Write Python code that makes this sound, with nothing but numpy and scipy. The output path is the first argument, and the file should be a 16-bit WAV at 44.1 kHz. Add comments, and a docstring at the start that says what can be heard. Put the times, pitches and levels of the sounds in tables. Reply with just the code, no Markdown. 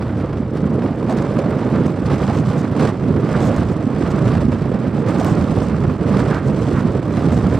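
"""A lumpy wind rumble, with gusts of roar and hiss: a blizzard blowing over a camera in the open.
Eddies buffet and slap the microphone, nearly alike in both channels and stronger on the right.
Air roars past the housing, whooshes at its edge, and spits and rasps through the grille.
Driven snow ticks on the housing and fine snow dust sizzles."""
import sys
import numpy as np
from scipy.fft import rfft, irfft, next_fast_len
from scipy.io import wavfile
from scipy.ndimage import uniform_filter1d, minimum_filter1d, map_coordinates

SR = 44100
rng = np.random.default_rng(int(sys.argv[2]) if len(sys.argv) > 2 else 0)


def dump(signal):
    """Clip the signal to [-1, 1] and save it as 16-bit WAV at the path in sys.argv[1]."""
    limited = np.clip(np.atleast_2d(signal).T, -1, 1)
    pcm = np.round(limited * 32767).astype(np.int16)
    wavfile.write(sys.argv[1], SR, pcm)


N = 334719
TIME = np.arange(N) / SR

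# Slaps of air. Each row: start in seconds, relative level in dB, nominal pitch in Hz.
SLAP_EVENTS = [(0.325, -14.5, 530), (0.401, -6.5, 243), (0.513, -14, 447), (0.554, -11.5, 520),
               (0.629, -5, 250), (0.783, -9, 400), (1.046, -5.5, 205), (1.367, -2, 244), (1.388, -7.5, 474),
               (1.652, -9.5, 266), (1.8, -3.5, 212), (2.051, -6.5, 128), (2.275, -7.5, 209),
               (2.474, -8.5, 172), (3.083, -5, 192), (3.866, -5, 201), (4.009, -5, 298), (4.448, -4.5, 203),
               (4.481, -4, 201.5), (4.716, -10, 460), (5.19, -4.5, 244), (5.212, -7, 630),
               (5.317, 2.5, 170), (5.875, -3, 153), (6.107, -4.5, 204), (6.713, -11, 500),
               (7.21, -9.5, 530)]


def amp(db):
    """Decibels to gain."""
    return 10 ** (np.asarray(db) / 20)


def unit(x):
    """Scale to rms 1."""
    return x / np.sqrt(np.mean(x ** 2) + 1e-20)


def along(points, hz):
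    """Read (Hz, value) points on a log frequency axis."""
    knots_hz, values = np.transpose(points)
    return np.interp(np.log(hz + 1), np.log(knots_hz + 1), values)


def curve(points):
    """Read (seconds, value) points at every sample."""
    return np.interp(TIME, *np.transpose(points))


def bump(centre_s, sigma_s):
    """Bell of height 1."""
    return np.exp(-0.5 * ((TIME - centre_s) / sigma_s) ** 2)


def wobble(rate_hz):
    """Smooth random curve with knots at rate_hz."""
    return map_coordinates(rng.standard_normal(size=8192), [TIME * rate_hz], mode="wrap")


def filtered(x, response):
    """Apply a gain given as a function of Hz."""
    size = next_fast_len(N + SR // 2)
    return irfft(rfft(x, size) * response(np.fft.rfftfreq(size, 1 / SR)), size)[..., :N]


def coloured(x, spectrum):
    """Shape x by (Hz, dB) points; rms 1."""
    return unit(filtered(x, lambda hz: amp(along(spectrum, hz))))


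def levelled(x, hold_s):
    """Even out power over hold_s, keeping shorter lumps; rms 1."""
    width = max(int(hold_s * SR), 2)
    power = uniform_filter1d(uniform_filter1d(x ** 2, width), width)
    return unit(x / np.sqrt(np.abs(power) + 1e-9))


def turbulence(spectrum, lump_db, lump_hz, hold_s):
    """Pressure noise in short lumps; rms 1."""
    lumps = rng.standard_normal(N) * amp(lump_db * wobble(lump_hz))
    return levelled(coloured(lumps, spectrum), hold_s)


def gust(start_s, length_s, release_s, attack_s=0.046):
    """Attack, hold and release, 0 to 1."""
    return np.clip(np.minimum((TIME - start_s) / attack_s, 1 - (TIME - start_s - length_s) / release_s), 0, 1)


def weather():
    """Rumble, flutter, roar and hiss in dB: surges lift the low two, gusts the high two, lulls drop all."""
    # Base wind. Each row: time in seconds, strength in dB.
    wind = [(0, -2.5), (.5, -3.5), (1.1, -0.5), (2.1, 1), (4.8, -0.03), (7.59, 1.82)]
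    # Pressure surges. Each row: centre and sigma in seconds, rumble and flutter change in dB.
    surges = [(0.736, 0.29, 4, 4), (1.121, .06, -3, 3.5), (1.801, 0.043, 5.5, 7.5), (2.15, 0.05, 6, 2),
              (2.46, 0.094, 4, -1), (2.835, 0.049, 4, 4.5), (3.103, 0.094, 5.5, 2), (3.47, 0.063, 5.5, 5),
              (4.38, 0.16, 5, 1.5), (5.323, 0.23, 3, 3.5), (6.232, 0.076, 3, 3), (6.499, 0.037, 4, 2.5),
              (6.809, 0.064, 3, 2.5), (7.302, 0.097, 4.5, 2)]
    # Gusts. Each row: start, length and release in seconds, roar and hiss change in dB.
    gusts = [(-.06, 0.45, 0.28, 1.5, -0.5), (0.74, 0.19, .08, 2, 0.5), (1.053, .22, 0.056, 2.5, 3),
             (1.339, 0.3, 0.062, 2, 1), (1.706, 0.13, 0.066, 3, 1.5), (2.033, .3, 0.091, 3, 6.5),
             (2.438, 0.085, 0.089, 3, 6.5), (2.752, .145, 0.022, 6, 10.5), (3.247, 0.29, 0.19, 5.5, 6.5),
             (3.95, .42, 0.27, 2.5, 5), (5.056, 0.28, 0.1, 4.5, 6.5), (5.361, 0.22, 0.19, 2.5, 6),
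             (6.046, .33, 0.047, 4.5, 6), (6.53, 0.28, .05, 0, 5), (7.112, 0.8, 0.055, 1.5, 4)]
    # The flow lets go. Each row: centre and sigma in seconds, unweighted drop in dB.
    lulls = [(0.472, 0.014, 6), (0.953, 0.039, 3), (1.986, 0.037, 2.5), (2.984, 0.059, 3.5),
             (4.827, 0.052, 1.1), (5.984, 0.014, 8), (6.398, 0.028, 3), (7.044, 0.043, 2)]
    # Weights of that drop for rumble, flutter, roar and hiss.
    lull_weights = (1.74, 0.98, 0.75, 0.6)
    lull_db = sum(db * bump(s, sigma_s) for s, sigma_s, db in lulls)
    surge_db = sum(np.outer(db, bump(s, sigma_s)) for s, sigma_s, *db in surges)
    gust_db = sum(np.outer(db, gust(s, length_s, release_s)) for s, length_s, release_s, *db in gusts)
    base_db = np.array([[-23], [-23.5], [-31.5], [-52.5]]) + curve(wind)
    return base_db + np.vstack([surge_db, gust_db]) - np.outer(lull_weights, lull_db)


def buffeting(rumble_db, flutter_db, eddies):
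    """Each eddy is one broad puff, heard in rumble and flutter at once; the largest heave below."""
    # Heave of the largest eddies. Each row: time in seconds, relative level in dB.
    swell = [(0.0, -26), (0.55, -27), (0.9, -36), (1.08, -29), (1.39, -31.5), (1.95, -31), (2.12, -25.5),
             (2.42, -27), (2.6, -32), (3.25, -32.5), (3.62, -19.5), (3.83, -35), (4.3, -19), (4.95, -34.5),
             (5.5, -22.5), (6.85, -26), (7.1, -26), (7.4, -22), (7.59, -21.5)]
    # Spectra of the three bands. Each row: frequency in Hz, relative level in dB.
    heave_spectrum = [(15, -24.5), (30, -14), (45, -6), (65, 5), (90, 6), (130, 3.5), (300, -80)]
    rumble_spectrum = [(40, -45.5), (75, -10), (105, -1), (145, 3), (185, -4.5), (230, -12.5), (330, -25.5),
                       (1000, -85.5)]
    flutter_spectrum = [(120, -34.5), (185, -0.5), (235, 1), (300, -0.5), (400, -5), (500, -7),
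                        (700, -22.5), (1200, -27), (4000, -89.5)]
    heave = amp(curve(swell) - 1) * turbulence(heave_spectrum, lump_db=4.5, lump_hz=22, hold_s=0.08)
    puffs = rng.standard_normal(N) * amp(2.53 * np.minimum(wobble(65), 1.3) + 1.58 * wobble(220))
    rumble = amp(rumble_db + 1.05 * eddies) * levelled(coloured(puffs, rumble_spectrum), hold_s=0.086)
    flutter = amp(flutter_db + 1.65 * eddies) * levelled(coloured(puffs, flutter_spectrum), hold_s=0.051)
    return heave + rumble + flutter


def slaps(rise_cycles):
    """An eddy breaks on the port: a push and a suck, over in a few cycles; small eddies smack higher."""
    out, t = np.zeros(N + SR), np.arange(SR // 10) / SR
    for s, db, hz in SLAP_EVENTS:
        age = t * hz / rise_cycles
        swing = np.sin(2 * np.pi * hz * np.exp(0.12 * rng.standard_normal()) * t)
        out[round(s * SR):][:len(t)] += amp(db - 4.5) * age * np.exp(1 - age) * swing
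    return out[:N]


def slack(drop_db, sigma_s):
    """Gain of the flow as it slackens just before each slap."""
    return amp(-drop_db * sum(bump(s - sigma_s, sigma_s) for s, *_ in SLAP_EVENTS))


def roar(roar_db, eddies, tearing):
    """Air tears past the housing in quick flutters, swaying with the eddies."""
    # Roar spectrum. Each row: frequency in Hz, relative level in dB.
    spectrum = [(200, -34), (400, 2.5), (580, 7.5), (720, 2.5), (920, -0.5), (1200, 0), (1600, -7),
                (2100, -11.5), (3000, -19.5), (4800, -27.5), (7000, -46), (14000, -61)]
    flow = turbulence(spectrum, lump_db=1.8, lump_hz=170, hold_s=0.089)
    return amp(roar_db) * unit(flow * amp(0.87 * eddies + 0.61 * tearing))


def whooshes():
    """Vortices shed from an edge sound briefly in a band of noise."""
    # Each row: centre in seconds, pitch in Hz, half width over pitch, level in dB, sigma in seconds.
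    vortices = [(0.84, 620, 0.26, -33, 0.11), (1.108, 730, 0.26, -22, 0.017), (1.47, 513, .23, -27.5, 0.15),
                (2.306, 780, 0.25, -22, 0.0086), (3.352, 1440, 0.25, -27.5, 0.009),
                (3.5, 523, 0.3, -22.5, 0.018), (5.26, 780, 0.45, -29.5, 0.05), (5.58, 520, .25, -29, .05),
                (6.346, 1370, 0.33, -28, 0.038), (6.78, 1190, 0.4, -28, 0.027),
                (7.262, 640, 0.32, -34.5, .06)]
    out = np.zeros(N)
    for s, hz, width, db, sigma_s in vortices:
        band = filtered(rng.standard_normal(N), lambda f: 1 / (1 + ((f - hz) / (width * hz)) ** 2))
        out += amp(db) * bump(s, sigma_s) * unit(band)
    return out


def hiss(hiss_db, eddies, tearing, pressure, spit_db):
    """Jets through the grille spit at pressure peaks; the highest hiss differs between the ports."""
    # Jet spectrum. Each row: frequency in Hz, relative level in dB.
    spectrum = [(1200, -21), (2500, 8.5), (4000, 6), (5500, 4), (7000, 0.5), (8200, 3), (9000, -5),
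                (10000, -8), (13000, -19.5), (15500, -30)]
    # Likeness of the ports. Each row: frequency in Hz, left-right correlation.
    correlation = [(2200, 0.92), (3400, 1), (5000, 0.93), (6800, -0.69), (8200, 0.038), (10000, -0.66),
                   (12000, 0.41)]
    angle = lambda hz: np.arccos(np.clip(along(correlation, hz), -1, 1)) / 2
    noise = rng.standard_normal((2, N))
    mid, side = filtered(noise, lambda hz: np.array([np.cos(angle(hz)), np.sin(angle(hz))]))
    jets = coloured(np.array([mid + side, mid - side]), spectrum)
    push = np.minimum(np.abs(unit(pressure)), 2.5)
    # Weak flow spits; strong flow merges into an even rush.
    fitfulness = np.clip(1.5 - 0.054 * (hiss_db - np.mean(hiss_db)), 0.3, 1.6)
    flicker_db = fitfulness * (0.7 * eddies + 1.8 * wobble(70) + 2.8 * tearing)
    spit = amp(np.minimum(flicker_db, 7.5) + spit_db * push)
    return amp(hiss_db) * jets * levelled(spit, hold_s=0.17)


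def rasps(tearing, rise_s, decay_s, rough_db):
    """Bursts of torn air across the grille start fast, hold briefly and die."""
    # Each row: start in seconds, level in dB, hold in seconds.
    bursts = [(0.008, -36.5, .02), (0.196, -33.5, 0.0092), (0.324, -30.5, 0.007), (0.558, -33, 0.028),
              (1.095, -34.5, .038), (1.173, -29, 0.015), (1.215, -29, 0.0084), (1.319, -31, .007),
              (1.385, -28.5, 0.011), (1.841, -34, .025), (2.061, -29, .008), (2.096, -30.5, 0.051),
              (2.286, -31, .02), (2.616, -33, 0.0053), (2.793, -26, 0.022), (2.842, -35, .05),
              (3.571, -34, 0.0088), (4.278, -33, 0.103), (4.517, -34, 0.0092), (5.071, -32, 0.029),
              (5.19, -30, 0.025), (5.245, -32, .045), (6.135, -34, .08), (7.169, -31.5, 0.053)]
    spectrum = [(200, -13), (600, 12.5), (1500, 7.5), (3000, -7.5), (5000, -10), (7000, -26),
                (10000, -23), (15000, -43.5)]
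    envelope, t = np.zeros(N + SR), np.arange(SR // 8) / SR
    for s, db, hold_s in bursts:
        shape = (1 - np.exp(-t / rise_s)) * np.exp(-np.maximum(t - hold_s, 0) / decay_s)
        envelope[round(s * SR):][:len(t)] += amp(db) * shape
    torn = rng.standard_normal(N) * amp(rough_db * tearing)
    return envelope[:N] * coloured(torn, spectrum)


def ports(air):
    """The right port gets more of the wind in most bands."""
    # Each row: frequency in Hz, left minus right in dB at full tilt.
    balance = [(30, 2), (70, -1.5), (130, -3.5), (260, -5.5), (600, -6), (1200, -5.5), (2300, -2.5),
               (4500, -3.5), (6200, -3.5), (8100, 8), (10500, -1.5), (15000, 2.5)]
    # Lean of the wind. Each row: time in seconds, multiple of full tilt.
    lean = [(0, 0.58), (1.7, 0.83), (5.2, 1.03), (7.59, 0.92)]
    ratio = lambda hz: amp(along(balance, hz))
    tilt = lambda hz: (ratio(hz) - 1) / (ratio(hz) + 1) * np.array([[1], [-1]])
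    return air + curve(lean) * filtered(air, tilt)


def tick(hz, decay_s):
    """One ice grain on the housing: a tiny crack with a damped ring."""
    t = np.arange(SR // 100) / SR
    return np.exp(-t / decay_s) * (np.sin(2 * np.pi * hz * t) + 0.5 * rng.standard_normal(len(t)))


def snow(roar_db, fine_count, fine_db, fine_hz, large_hz):
    """Large grains strike singly; fine ones come harder and more often in gusts."""
    # Each row: time in seconds, level in dB.
    large_grains = [(.071, -46), (.559, -49), (.745, -44), (1.174, -43), (1.365, -44), (1.507, -37.5),
                    (1.702, -49), (1.908, -49), (2.162, -45), (2.489, -44), (2.714, -44), (3.290, -44),
                    (3.457, -40), (5.200, -40), (5.247, -34), (5.566, -39), (5.928, -45), (6.490, -45),
                    (7.059, -47)]
    flux = np.cumsum(np.sqrt(amp(roar_db)))
    times_s = np.interp(rng.random(fine_count), flux / flux[-1], TIME)
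    gust_db = 0.5 * np.interp(times_s, TIME, roar_db - np.mean(roar_db))
    levels_db = fine_db + gust_db + 3 * np.minimum(rng.exponential(size=fine_count), 2)
    out = np.zeros((2, N + SR))
    for grains, hz in [(large_grains, large_hz), (zip(times_s, levels_db), fine_hz)]:
        for s, db in grains:
            grain = amp(db) * tick(hz * np.exp(0.13 * rng.standard_normal()), decay_s=0.0005)
            pan_db = rng.normal(0, 1.5)
            out[:, round(s * SR):][:, :len(grain)] += amp([[pan_db], [-pan_db]]) * grain
    return out[:, :N]


def snap(start_s, peak_db, decay_s):
    """The largest grain hits the port itself: one sharp pulse."""
    out, t = np.zeros(N), np.arange(SR // 100) / SR
    out[round(start_s * SR):][:len(t)] = -amp(peak_db) * np.exp(-t / decay_s)
    return out


def snow_dust(hiss_db, gain_db, lift):
    """Dust sizzles on the housing: wisps that grow faster than the hiss, and thick flurries."""
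    # Flurries. Each row: centre in seconds, level in dB, half length in seconds.
    flurry_events = [(0.57, -55, 0.0078), (1.112, -47.5, 0.019), (1.18, -49, 0.0098), (1.223, -46, .005),
                     (1.39, -47.5, 0.006), (1.865, -48, .008), (2.372, -51, .035), (2.596, -48, 0.022),
                     (3.45, -46.5, 0.045), (3.568, -45, 0.0065), (3.72, -52, .018), (4.111, -49.5, 0.012),
                     (5.09, -48, 0.0075), (5.207, -43, 0.013), (5.29, -48, 0.043), (5.638, -52, 0.019),
                     (6.197, -50, 0.025), (6.472, -49, 0.018), (7.353, -51.5, .04)]
    spectrum = [(2500, -0.5), (6500, 8), (8500, 5), (10000, -10.5), (14000, -9), (15400, -26)]
    clumps = amp(3.5 * np.minimum(wobble(900), 2))
    dust = clumps * (rng.standard_normal(N) + 0.51 * rng.standard_normal((2, N)))
    wisp_db = gain_db + hiss_db + lift * (hiss_db - np.mean(hiss_db))
    wisps = amp(wisp_db + 4.5 * np.minimum(wobble(190), 1.9))
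    flurries = sum(amp(db) * np.exp(-((TIME - s) / half_s) ** 4) for s, db, half_s in flurry_events)
    return (wisps + flurries) * coloured(dust, spectrum)


def scene():
    """Wind and snow; the same eddies sway rumble, roar and hiss."""
    rumble_db, flutter_db, roar_db, hiss_db = weather()
    eddies, tearing = np.clip(wobble(28), -1.3, 1.3), wobble(260)
    flow = buffeting(rumble_db, flutter_db, eddies) + roar(roar_db, eddies, tearing) + whooshes()
    pressure = flow * slack(drop_db=2, sigma_s=0.0058) + slaps(rise_cycles=0.89)
    air = pressure + hiss(hiss_db, eddies, tearing, pressure, spit_db=2.5)
    air += rasps(tearing, rise_s=0.0016, decay_s=0.0045, rough_db=3)
    grains = snow(roar_db, fine_count=190, fine_db=-51.5, fine_hz=8500, large_hz=10300)
    grains += snap(start_s=5.247, peak_db=-12, decay_s=0.0002)
    return ports(air) + grains + snow_dust(hiss_db, gain_db=-11.5, lift=0.1)


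def record(dry):
    """The camera ducks its gain around the strongest blows and cuts off above its band limit."""
    ceiling_db, hold_s, top_hz = -2.5, 0.008, 15800
    width = int(hold_s * SR)
    needed_gain = np.minimum(1, amp(ceiling_db) / (np.abs(dry).max(axis=0) + 1e-9))
    limited = dry * uniform_filter1d(minimum_filter1d(needed_gain, width), width)
    return filtered(limited, lambda hz: 1 / np.sqrt(1 + (hz / top_hz) ** 200))


dry = scene()
out = record(dry)
dump(out)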